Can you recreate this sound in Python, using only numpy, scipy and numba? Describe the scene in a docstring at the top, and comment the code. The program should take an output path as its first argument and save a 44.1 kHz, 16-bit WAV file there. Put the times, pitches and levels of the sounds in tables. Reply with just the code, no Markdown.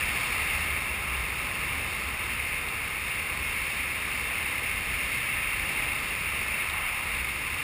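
"""High above the ground, air streams past a small camera that hangs under a parachute.
The rush is noise in five eddy sizes, coloured by the resonances of the hard housing.
Slow eddies rumble through wandering low resonances, and the rigging ticks faintly in short bursts of noise.
The camera samples slowly and holds each sample, so the rush is mirrored into the treble."""
import sys
import numpy as np
from scipy import signal
from scipy.fft import rfft, irfft
from scipy.io import wavfile
from scipy.ndimage import uniform_filter1d
from numba import njit

SR = 44100
rng = np.random.default_rng(int(sys.argv[2]) if len(sys.argv) > 2 else 0)


def undo_db(level):
    """Turn decibels back into plain size, where 20 dB means ten times bigger."""
    steps = np.asarray(level, float) / 20
    return 10 ** steps


def digitize_waveform(pressure):
    """Quantize a signal to 16-bit integers and store it at the path in sys.argv[1].

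    Rows of a 2-D input are taken as channels; values are limited to [-1, 1].
    """
    field = np.atleast_2d(pressure).T
    bounded = np.clip(field, -1, 1)
    quanta = np.round(bounded * 32767).astype(np.int16)
    wavfile.write(sys.argv[1], SR, quanta)


N = 336483
TIME = np.arange(N) / SR  # seconds
HZ = np.fft.rfftfreq(N, 1 / SR)


def level(x, db):
    """Scale a sound to an rms level in dB."""
    return x * undo_db(db) / np.sqrt(np.mean(x ** 2))


def shape(x, response):
    """Filter a sound by multiplying its spectrum by a response."""
    return irfft(rfft(x) * response, N)


def walk(rate):
    """Slow random wandering with spread 1: levels held for 1 / rate seconds, then smoothed twice."""
    hold = int(SR / rate)
    steps = np.repeat(rng.standard_normal(N // hold + 1), hold)
    once = uniform_filter1d(steps, hold)
    smooth = uniform_filter1d(once, hold)[:N]
    return smooth / smooth.std()


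@njit
def moving_resonance(x, hz, width):
    """A resonance whose centre may move (state-variable band-pass), with gain 1 at the centre."""
    out, band, low = np.empty(len(x)), 0., 0.
    for i in range(len(x)):
        g = np.tan(np.pi * hz[i] / SR)
        damping = width / hz[i]
        v = (band + g * (x[i] - low)) / (1 + g * (g + damping))
        band = 2 * v - band
        low += 2 * g * v
        out[i] = damping * v
    return out


# the five eddy sizes, from coarse to fine: buffet, roar, rush, hiss, fizz
# columns: steady level/dB, rise per dB of gust [dB/dB], rise per unit of turn [dB],
# change in the hollow swell [dB], spread of the flicker [dB]
EDDY_SIZES = [(-45, 0.47, 1.2, -4.5, 0.37), (-50, 2, 3, 4.1, 0.6), (-41, 0.45, 1.6, 2.9, 0.55),
              (-31.5, 1.08, -0.2, -0.1, 0.47), (-43, 1, 0.7, -1.5, 0.56)]
# lower edge of each eddy size in the spectrum: f/Hz
EDDY_EDGES = [88, 650, 950, 1600, 2850]
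# tone of the microphone behind the housing wall, with the converter's roll-off
# columns: f/Hz, relative level/dB
MICROPHONE_TONE = [(90, 2), (140, 0.5), (200, -2), (350, -5), (500, -4.5), (680, -6.5), (1500, -9.5),
                   (2500, -4.5), (3500, -9.5), (5400, -6.5), (5700, -15.5), (5950, -23)]


def wind(walls):
    """Turbulence: each eddy size is its own flickering noise, heard through the housing."""
    gust_db, turn = stream()
    # the rush turns hollow for a moment
    hollow_s, rise_s, fall_s = 6.8, 0.17, 0.26
    late = TIME - hollow_s
    hollow = np.exp(-(late / np.where(late < 0, rise_s, fall_s)) ** 2)

    tone_hz, tone_db = np.transpose(MICROPHONE_TONE)
    colour = walls * undo_db(np.interp(np.log(HZ + 1), np.log(tone_hz), tone_db))
    # share of the power above each edge; neighbouring bands overlap and add up smoothly
    above = [1 / (1 + (edge / (HZ + 1)) ** 12) for edge in EDDY_EDGES] + [0]

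    rush = 0
    for k, (steady_db, per_gust, turn_db, hollow_db, flicker_db) in enumerate(EDDY_SIZES):
        flickering = rng.standard_normal(N) * undo_db(flicker_db * walk(9))
        band = np.sqrt(above[k] - above[k + 1])
        eddies = level(shape(flickering, colour * band), 0)
        eddies_db = steady_db + per_gust * gust_db + turn_db * turn + hollow_db * hollow
        rush = rush + eddies * undo_db(eddies_db)
    return rush


# the airstream over time; turning up makes most eddies louder, the roar most of all
# columns: t/s, gust level/dB over a steady flow, turn of the camera [about -1 to 1]
AIRSTREAM = [(0.0, 2.5, 0), (0.55, 1.9, 0), (0.85, -0.78, .6), (1.6, -0.95, 0.63), (2.05, -1.3, 0.99),
             (2.35, -0.44, -0.4), (2.9, -1.65, 0.18), (3.6, 0.31, -.8), (3.9, -0.78, -.5), (4.4, 1.3, -.4),
             (4.75, 0.021, -0.34), (5.35, 1.4, -1.2), (5.8, 0.35, 0.21), (6.2, 0.035, -0.057),
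             (6.6, 1.3, -0.71), (7.2, -0.66, -.4), (7.63, -1.1, -.3)]


def stream():
    """The flow that drives wind and rumble: gust and turn glide in straight lines between points."""
    t, gust_db, turn = np.transpose(AIRSTREAM)
    return np.interp(TIME, t, gust_db), np.interp(TIME, t, turn)


# resonances (level above 0) and anti-resonances (below 0) of the housing
# columns: f/Hz, width [Hz], level/dB
HOUSING_MODES = [(840, 134, 7), (873, 190, -3.5), (1049, 127, 6.5), (1115, 63, -1), (1262, 194, 7),
                 (1480, 83, -0.5), (1760, 150, 2.5), (2139, 190, 6), (2330, 1070, 6.5), (2787, 226, 13),
                 (2872, 190, -13), (3010, 69, 3.5), (3677, 300, 8), (4187, 421, -6.5), (4290, 190, 8.5),
                 (4730, 100, 2.5), (4938, 340, -7), (4950, 130, 8)]


def housing():
    """Each mode is a pole pair over a zero pair: a peak or a dip in what reaches the microphone."""
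    response = np.ones(len(HZ), complex)
    for hz, width, db in HOUSING_MODES:
        off_centre = hz ** 2 - HZ ** 2
        damping = 1j * HZ * width
        zeros = off_centre + damping * undo_db(db / 2)
        poles = off_centre + damping / undo_db(db / 2)
        response *= zeros / poles
    return response


# short swells of the rumble
# columns: middle t/s, half length [s], added level/dB at the middle
RUMBLE_SURGES = [(0.1, 0.16, 3), (0.6, 0.29, 4), (1.203, .12, 3.5), (1.782, 0.093, 8.5), (2.32, 0.28, 2.5),
                 (3.43, 0.2, 4.5), (5.0, 0.29, 4.5), (5.58, 0.091, 5.5), (5.86, 0.085, 4), (6.8, 0.1, 3),
                 (7.2, 0.14, 5)]


def rumble():
    """Large eddies shed by the body: a loose, wandering low resonance over a broader thudding."""
    gust_db = stream()[0]
    surge_db = sum(db * np.exp(-((TIME - t) / half) ** 2) for t, half, db in RUMBLE_SURGES)
    # the pitch rises 1.5 Hz with each dB of gust and wanders by about 4 percent
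    centre = (69 + 1.5 * gust_db) * (1 + 0.042 * walk(3.8))
    noise = rng.standard_normal((2, N))
    drone = moving_resonance(moving_resonance(noise[0], centre, 14.0), centre, 25.0)
    thud = moving_resonance(noise[1], np.full(N, 52.), 44.0)
    thud = moving_resonance(thud, np.full(N, 56.), 87.0)
    both = level(level(drone, 0) + level(thud, 0.51), 0)
    # level between surges in a steady flow [dB], and its rise per dB of gust
    steady_db, per_gust = -44.5, .4
    return both * undo_db(steady_db + per_gust * gust_db + surge_db)


# the rigging taps the housing
# columns: t/s, peak level/dB
RIGGING_TICKS = [(2.6858, -31), (4.0185, -33), (5.0604, -33), (5.7854, -31), (5.9871, -33), (6.6977, -24.5),
                 (6.769, -34), (7.15, -31), (7.289, -33), (7.5842, -34)]


def ticks(walls):
    """Short scratchy taps, a few milliseconds long, that ring the upper housing modes."""
    out = np.zeros(N)
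    t = np.arange(600) / SR
    grit = rng.standard_normal((len(RIGGING_TICKS), len(t)))
    ring = irfft(walls, N)[:len(t)]  # the housing's answer to one sharp knock
    centre = np.full(len(t), 3500.)  # Hz
    for (start_s, peak_db), noise in zip(RIGGING_TICKS, grit):
        scratch = noise * t * np.exp(-t / 0.00098)  # loudest after about 1 ms
        scratch = moving_resonance(moving_resonance(scratch, centre, 1100.), centre, 1100.)
        tap = np.convolve(scratch, ring)[:len(t)]
        i = int(start_s * SR)
        out[i:i + len(t)] += undo_db(peak_db) * tap / np.abs(tap).max()
    return out


def scene():
    """Wind, rumble and ticks add up at the one microphone."""
    walls = housing()
    return (wind(walls) + rumble() + ticks(walls))[None]


def low_pass(x):
    """Removes everything above the highest recorded frequency."""
    return signal.sosfilt(signal.butter(12, 16300, fs=SR, output="sos"), x)


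def record(dry):
    """Slow sampling: repeating each sample leaves mirror images around the sampling rate."""
    held_hz, play_hz, top_hz = 12000, 48000, 15300
    slow = signal.resample_poly(dry, held_hz, SR, axis=1)
    held = np.repeat(slow, play_hz // held_hz, axis=1)
    mirrored = signal.resample_poly(held, SR, play_hz, axis=1)[:, :N]
    mix = shape(mirrored, HZ < top_hz)  # the top is cut
    return low_pass(mix)


dry = scene()
out = record(dry)
digitize_waveform(out)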